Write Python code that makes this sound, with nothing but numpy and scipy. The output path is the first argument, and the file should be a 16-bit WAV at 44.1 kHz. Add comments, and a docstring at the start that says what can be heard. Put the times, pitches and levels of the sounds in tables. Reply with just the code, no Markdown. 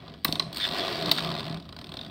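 """Spinning tops clashing in an arena

Two toy tops with metal rims meet in a thin plastic arena, in a small room with a low hum.
They clash a few times, ringing and knocking the floor. One tips over, chatters, and grinds
round on its rim, biting once a turn and drumming the arena floor. As it slows, the grinding
breaks up into a quick rattle of separate taps."""
import sys
import numpy as np
from scipy import signal
from scipy.fft import rfft, irfft, next_fast_len
from scipy.io import wavfile
from scipy.ndimage import uniform_filter1d, map_coordinates

SR = 44100
rng = np.random.default_rng(int(sys.argv[2]) if len(sys.argv) > 2 else 0)


def persist_wave(psi):
    """Save psi, clipped to +-1, as 16-bit WAV."""
    counts = np.round(np.clip(psi, -1, 1) * 32767).astype(np.int16)
    wavfile.write(sys.argv[1], SR, np.atleast_2d(counts).T)


N = 92610
T = np.arange(N) / SR
BRIEF = T[:2048]  # time axis of one impact
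# treble spectrum of the metal rim: f/Hz, level/dB
RIM_SHEEN = [(4000, -35), (6400, -10.5), (7900, -7.5), (8400, 8.5), (9100, -6.5), (10000, -11), (12000, -8),
             (13300, -1), (15800, -4.5)]


def amp(db):
    """Decibels to gain."""
    return 10 ** (np.asarray(db) / 20)


def unit(x):
    """Scale to rms 1."""
    return x / np.sqrt(np.mean(x ** 2) + 1e-20)


def along(points, hz):
    """Interpolate (f/Hz, value) points on a log axis."""
    f, v = np.transpose(points)
    return np.interp(np.log(hz + 1), np.log(f + 1), v)


def curve(rows):
    """Interpolate (t/s, value) points per sample."""
    return np.interp(T, *np.transpose(rows))


def wobble(knots_per_s):
    """Smooth random curve."""
    return map_coordinates(rng.standard_normal(4096), [T * knots_per_s + 2], mode="wrap")


def coloured(x, spectrum):
    """Minimum-phase filter; output at rms 1."""
    m = 2 * next_fast_len(len(x))
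    cepstrum = irfft(np.log(amp(along(spectrum, np.fft.rfftfreq(m, 1 / SR)))), m)
    cepstrum[1:m // 2] *= 2
    cepstrum[m // 2 + 1:] = 0
    return unit(irfft(rfft(x, m) * np.exp(rfft(cepstrum)), m)[:len(x)])


def resonance(x, hz, width_hz):
    """One resonance; a second, wider stage steepens the skirts."""
    for spread in (1, 5):
        x = signal.lfilter(*signal.iirpeak(hz, hz / (spread * width_hz), SR), x)
    return x


def steadied(x, window_s):
    """Divide by the running rms."""
    power = uniform_filter1d(x * x, max(2, int(window_s * SR)))
    return x / np.sqrt(np.abs(power) + 1e-12)


def burst(spectrum, envelope):
    """Coloured noise burst with the energy of its envelope."""
    x = coloured(rng.standard_normal(len(envelope)) * envelope, spectrum)
    return x * np.sqrt(np.mean(envelope ** 2))


def swell(peak_s, sharp=1):
    """Envelope: rises to 1 at peak_s, then decays."""
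    u = BRIEF / peak_s
    return (u * np.exp(1 - u)) ** sharp


def add(out, start_s, x):
    """Mix x into out."""
    part = out[max(0, round(start_s * SR)):][:len(x)]
    part += x[:len(part)]


def contact(t, rise_s=0.0012, fall_s=0.0048):
    """Force of one rim touch, t seconds after landing."""
    return np.minimum(t / rise_s, 1) * np.exp(-np.square(t / fall_s))


def room_hum(level_db=-49.5):
    """Steady low noise of the room."""
    # hum: f/Hz, level/dB
    spectrum = [(22, -51), (40, -31), (57, -1), (75, -2), (120, -3), (300, -10.5), (1500, -40), (5000, -61),
                (7000, -65), (16000, -60)]
    return amp(level_db) * coloured(rng.standard_normal(N), spectrum)


def echoes(x, walls_db=-16.5, tail_db=-13):
    """Early echoes off the arena walls, then the room's soft tail."""
    # room decay: f/Hz, T60/s
    t60 = [(100, 1), (1000, 0.28), (4000, 0.39), (14000, 0.45)]
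    # tail at onset: f/Hz, level/dB
    spectrum = [(100, 2.5), (1000, 1.5), (4000, -3.5), (8500, 1.5), (12000, -4), (16000, -15)]
    hz, t, noise = signal.stft(rng.standard_normal(SR // 2), SR, nperseg=256)
    decay_db = along(spectrum, hz)[:, None] - 60 * t / along(t60, hz)[:, None]
    tail = signal.istft(noise * amp(decay_db), SR, nperseg=256)[1]
    tail *= np.minimum(T[:len(tail)] / 0.0021, 1)
    walls = rng.standard_normal(len(BRIEF)) * swell(0.0032)
    response = amp(tail_db) * tail / np.linalg.norm(tail)
    add(response, 0, amp(walls_db) * walls / np.linalg.norm(walls))
    return signal.fftconvolve(x, response)[:N]


def drumming():
    """Lowest mode of the arena floor, kept going by the tops."""
    # floor mode: t/s, level/dB
    levels = [(0, -52.5), (.23, -55.5), (.27, -39.5), (.36, -41), (.41, -47), (.48, -35.5), (.56, -75),
              (.73, -48.5), (.9, -52), (1.08, -34), (1.16, -45.5), (1.27, -34), (1.4, -42), (1.55, -35.5),
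              (1.64, -52), (2.1, -50.5)]
    mode = resonance(rng.standard_normal(N), hz=159.8, width_hz=14.6)
    return amp(curve(levels)) * steadied(mode, 0.027)


def thuds():
    """Dull bumps of a top dropping back on the thin floor."""
    # landings: t/s, level/dB
    landings = [(0.2534, -38), (0.2872, -26.5), (.329, -31.5), (.366, -40), (1.502, -32.5), (1.943, -37),
                (2.084, -40.5)]
    # floor bump: f/Hz, level/dB
    spectrum = [(25, -42), (60, -1), (130, -4.5), (260, 2.5), (450, -8.5), (700, -11), (1400, -25),
                (6000, -62)]
    out = np.zeros(N)
    for start_s, db in landings:
        add(out, start_s, amp(db) * burst(spectrum, swell(0.0017, sharp=0.63)))
    return out


def chatter(bounces_per_s=480, peak_db=-26):
    """Fast uneven bounces swell into a short squeal of one resonance of the top."""
    start_s, peak_s, end_s = 0.601, 0.646, 0.663
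    count = np.floor(np.cumsum(bounces_per_s * np.exp(0.28 * wobble(180))) / SR)
    bounces = np.diff(count, prepend=0) * amp(2.9 * wobble(200))
    ring = resonance(bounces, hz=3520, width_hz=120)
    swell_db = np.interp(T, (start_s, peak_s, end_s), (-9.5, 0, -4), left=-120, right=-120)
    return amp(peak_db + swell_db) * steadied(ring, 0.0085)


def taps(thump_delay_s=0.00202):
    """Each rim tap clicks and briefly rings the top; the arena answers with a soft thump."""
    # rim on floor: t/s, level/dB
    hits = [(.079, -41), (.096, -45.5), (.138, -42.5), (.423, -32.5), (.528, -34), (.545, -36), (.561, -34),
            (.570, -28.5), (.581, -31.5), (.666, -28), (.675, -26.5), (.687, -26.5), (.710, -26.5),
            (.721, -30), (.734, -29), (.746, -32), (.774, -34), (.783, -29.5), (.794, -27), (.810, -35),
            (.836, -30.5), (.868, -32), (.879, -28.5), (.926, -29), (1.024, -27), (1.058, -23.5),
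            (1.074, -33), (1.082, -33.5), (1.093, -27), (1.148, -31), (1.163, -31), (1.175, -26),
            (1.191, -26.5), (1.204, -29), (1.222, -29.5), (1.235, -30), (1.246, -25), (1.258, -34),
            (1.271, -31), (1.290, -29.5), (1.302, -31), (1.3146, -27.5), (1.324, -36), (1.34, -32.5),
            (1.35, -30), (1.364, -34.5), (1.376, -35), (1.385, -32), (1.394, -28), (1.404, -29.5),
            (1.429, -35.5), (1.442, -36), (1.452, -35.5), (1.464, -33.5), (1.479, -34), (1.496, -36),
            (1.510, -38.5), (1.524, -36), (1.543, -34), (1.571, -38), (1.599, -43), (1.624, -46),
            (1.653, -48), (1.690, -39), (1.725, -38), (1.764, -36.5), (1.788, -35.5), (1.813, -37.5),
            (1.842, -36.5), (1.868, -40), (1.891, -38), (1.919, -34), (1.939, -34), (1.9695, -31.5),
            (1.9905, -34.5), (2.012, -34.5), (2.033, -43), (2.048, -40.5), (2.063, -44.5)]
    # timbre as the contact point shifts: t/s, sheen trim/dB, ring re tap/dB, ring f/Hz
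    timbre = [(.42, -12, -7.5, 3740), (.55, 17.5, 2, 4400), (.68, 2, -10, 3530), (.79, -2, 3.5, 4770),
              (.92, 2, -12, 3460), (1.08, 4.5, 1.5, 4500), (1.18, -4, 1, 3580), (1.27, -0.5, -6, 4280),
              (1.94, 3.5, -13, 3680), (1.975, -4, 5.5, 3570)]
    # rim click: f/Hz, level/dB
    click_spectrum = [(400, -13), (1200, -5), (2000, -12), (2900, -5), (3600, 1), (4100, -0.5),
                      (4650, -1.5), (5400, -11.5), (6400, -28.5), (9000, -27.5), (16000, -69)]
    # arena thump: f/Hz, level/dB
    thump_spectrum = [(25, -18), (60, -27), (230, 5.5), (450, -10), (680, -7.5), (900, -12.5),
                      (1200, -10.5), (1800, -21), (6000, -49.5)]
    out = np.zeros(N)
    force = contact(BRIEF)
    times_s, *columns = np.transpose(timbre)
    for start_s, db in hits:
        trim_db, ring_db, ring_hz = (np.interp(start_s, times_s, c) for c in columns)
        tone = np.sin(2 * np.pi * ring_hz * rng.normal(1, 0.008) * BRIEF)
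        ring = amp(ring_db) * swell(0.00083, sharp=0.81) * tone
        click = burst(click_spectrum, force)
        sheen = amp(trim_db - 22) * burst(RIM_SHEEN, force)
        add(out, start_s, amp(db) * (click + ring + sheen))
        thump_db = -44.5 + 0.44 * (db + 38)  # grows more slowly than the tap
        add(out, start_s + thump_delay_s, amp(thump_db) * burst(thump_spectrum, swell(0.0033)))
    return out


def grit(spiky_db):
    """Rough contact: noise with a fast level flicker, rms 1."""
    return unit(rng.standard_normal(N) * amp(spiky_db * np.tanh(wobble(700))))


def rim_pressure(bite_at_s=0.879, scatter_db=3.5):
    """The rim bears down once a turn, unevenly, and rubs in between."""
    # spin: t/s, rate/(turns/s)
    spin = [(0, 104), (.6, 97), (.8, 96.5), (.9, 93.6), (1.08, 84), (1.25, 81), (1.4, 78), (1.52, 64),
            (1.6, 48), (2.1, 57)]
    # rubbing between bites: t/s, level/dB
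    rubbing = [(.7, -8.5), (.78, -2), (1.0, -3), (1.22, -7.5)]
    turns_per_s = curve(spin)
    turns = np.cumsum(turns_per_s * (1 + 0.006 * wobble(60.8))) / SR
    turns -= np.interp(bite_at_s, T, turns)
    strength = amp(scatter_db * rng.uniform(-1.3, 1, size=512))[np.floor(turns).astype(int)]
    return strength * contact(turns % 1 / turns_per_s) + amp(curve(rubbing))


def rolling(pressure, even_at_s=0.99, even_half_width_s=0.21):
    """Grit shakes the arena; where the rim rolls most evenly it hums on a sinking pitch."""
    # arena response: f/Hz, level/dB
    spectrum = [(25, -82), (60, -29), (130, -9.5), (230, -2.5), (310, -2.5), (365, 2.5), (460, -6.5),
                (570, -0.5), (675, 5.5), (850, -7.5), (1190, -1.5), (1330, -13), (1900, -15.5),
                (2500, -12.5), (4000, -24.5), (8000, -79)]
    # fundamental of the hum: t/s, f/Hz
    pitch = [(.78, 100), (.92, 87), (1.12, 72.5)]
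    # rolling: t/s, level/dB
    levels = [(0, -54), (.06, -50.5), (.15, -54), (.23, -69), (.28, -42), (.36, -45), (.5, -47.5),
              (.57, -53.5), (.68, -42.5), (.79, -33.5), (.89, -34.5), (.96, -37), (1.09, -32.5),
              (1.16, -44), (1.27, -35), (1.42, -41.5), (1.56, -44), (1.63, -58), (1.82, -58.5), (1.96, -52),
              (2.1, -52)]
    rumble = coloured(grit(spiky_db=3.5) * np.sqrt(pressure), spectrum)
    phase = 2 * np.pi * np.cumsum(curve(pitch)) / SR
    evenness = np.exp(-((T - even_at_s) / even_half_width_s) ** 4)
    tones = sum(amp(db + 2.5 * wobble(30.4)) * np.sin(order * phase + 0.32 * wobble(40.1))
                for order, db in ((4, -5), (5, -8.5)))
    return amp(curve(levels)) * steadied(rumble + evenness * tones, 0.0574)


def scraping(pressure, swing_db=5.5, swings_per_s=16.48):
    """Friction excites the top's resonances, which come and go as it turns."""
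    # rim friction: f/Hz, level/dB
    spectrum = [(500, -28.5), (1500, -3.5), (2500, -7), (3200, 0), (3600, -5), (4150, -1.5), (4700, -7),
                (5400, -13.5), (6400, -28.5), (7700, -26), (8400, -27), (10000, -33), (15800, -30)]
    # modes of the top: f/Hz, width/Hz, relative level/dB
    modes = [(3360, 87, -11.5), (3640, 170, -10), (4210, 120, -22.5), (4600, 70, -13), (1916, 72, -20),
             (2270, 120, -24.5)]
    # scraping: t/s, level/dB
    levels = [(0, -56), (.14, -58), (.22, -62), (.29, -46), (.43, -61), (.51, -57.5), (.6, -34.5),
              (.655, -30), (.675, -48), (.78, -32), (.88, -35.5), (.98, -36), (1.09, -38.5), (1.2, -43.5),
              (1.38, -46.5), (1.53, -54), (1.64, -62), (1.85, -60), (2.1, -51.5)]
    friction = grit(spiky_db=1.5) * pressure
    scrape = coloured(friction, spectrum)
    for hz, width_hz, db in modes:
        scrape += amp(db + swing_db * wobble(swings_per_s)) * unit(resonance(friction, hz, width_hz))
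    return amp(curve(levels)) * steadied(scrape, 0.059)


def sizzle(pressure):
    """Treble hiss of the metal rim rubbing."""
    # sizzle: t/s, level/dB
    levels = [(0, -82), (.23, -79), (.27, -50), (.36, -68), (.5, -81), (.6, -53.5), (.9, -60.5),
              (1.05, -61), (1.18, -52), (1.35, -66), (1.6, -77), (2.1, -68)]
    return amp(curve(levels)) * coloured(grit(spiky_db=3.0) * pressure, RIM_SHEEN)


def grinding():
    """A top running on its rim: one pulsing pressure drives roll, scrape and sizzle."""
    pressure = rim_pressure()
    return rolling(pressure) + scraping(pressure) + sizzle(pressure)


def clashes(knock_delay_s=0.0028):
    """The rims bite for a few ms and ring roughly in two modes; the tips then knock the arena."""
    # top on top: t/s, rise/s, crack/dB, low mode f/Hz, level/dB, high mode f/Hz, level/dB,
    # fizz/dB, knock/dB, arena mode f/Hz, level/dB
    hits = [(0.2462, .002, -18.5, 3920, -11.5, 4330, -29, -15, -22, 1140, -26),
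            (.2800, 0.0025, -31.5, 3700, -34, 4130, -32, -54, -44, 680, -44),
            (0.325, 0.00096, -20, 3570, -20, 4574, -23, -33, -47, 294.4, -44),
            (.3540, .0021, -31, 3730, -29, 4150, -29, -50, -35, 706, -37),
            (0.3954, 0.0023, -23.5, 3880, -29, 4060, -11.5, -46, -28, 1093, -28.5),
            (1.1128, 0.0028, -16, 3653, -15.5, 4540, -13, -21, -24, 657, -26),
            (1.1808, .0028, -28.5, 3700, -28, 4460, -25, -54, -28, 1390, -31.5)]
    # rim crack: f/Hz, level/dB
    crack_spectrum = [(500, -29), (2000, -19), (2900, -3), (3900, 10), (4700, 2.5), (5400, -2.5),
                      (6400, -18), (7400, -21.5), (8600, -10.5), (10500, -30), (16000, -49)]
    # metallic fizz: f/Hz, level/dB
    fizz_spectrum = [(5000, -35), (8500, -11.5), (10500, -14), (11800, -13), (12800, -3), (14200, -5),
                     (14900, -3), (15900, -1)]
    # arena knock: f/Hz, level/dB
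    knock_spectrum = [(20, -40), (60, -16), (160, -3.5), (250, 2.5), (500, -6.5), (750, -2), (1150, 2.5),
                      (1600, -3), (2000, 0.5), (3500, -7.5), (8000, -29.5)]
    out = np.zeros(N)
    for (start_s, rise_s, crack_db, low_hz, low_db, high_hz, high_db,
         fizz_db, knock_db, arena_hz, arena_db) in hits:
        bite = swell(rise_s, sharp=1.23)
        ring = sum(amp(db) * np.sin(2 * np.pi * hz * BRIEF + 0.22 * wobble(1230)[:len(BRIEF)])
                   for hz, db in ((low_hz, low_db), (high_hz, high_db)))
        crack = amp(crack_db) * burst(crack_spectrum, bite)
        fizz = amp(fizz_db) * burst(fizz_spectrum, bite)
        add(out, start_s, swell(rise_s, sharp=2.8) * ring + crack + fizz)
        knock = amp(knock_db) * burst(knock_spectrum, swell(0.0013, sharp=0.4))
        arena_ring = amp(arena_db) * swell(0.002, sharp=0.49) * np.sin(2 * np.pi * arena_hz * BRIEF)
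        add(out, start_s + knock_delay_s, knock + arena_ring)
    return out


def scene():
    """Tops, echoes and floor drumming over the room hum; mono."""
    tops = clashes() + taps() + thuds() + grinding() + chatter()
    return (tops + echoes(tops) + drumming() + room_hum())[None]


def record(dry):
    """Microphone band limit: a steep low-pass."""
    cutoff_hz = 15800
    m = next_fast_len(N + 8192)
    hz = np.fft.rfftfreq(m, 1 / SR)
    return irfft(rfft(dry, m) / np.sqrt(1 + (hz / cutoff_hz) ** 200), m)[..., :N]


dry = scene()
out = record(dry)
persist_wave(out)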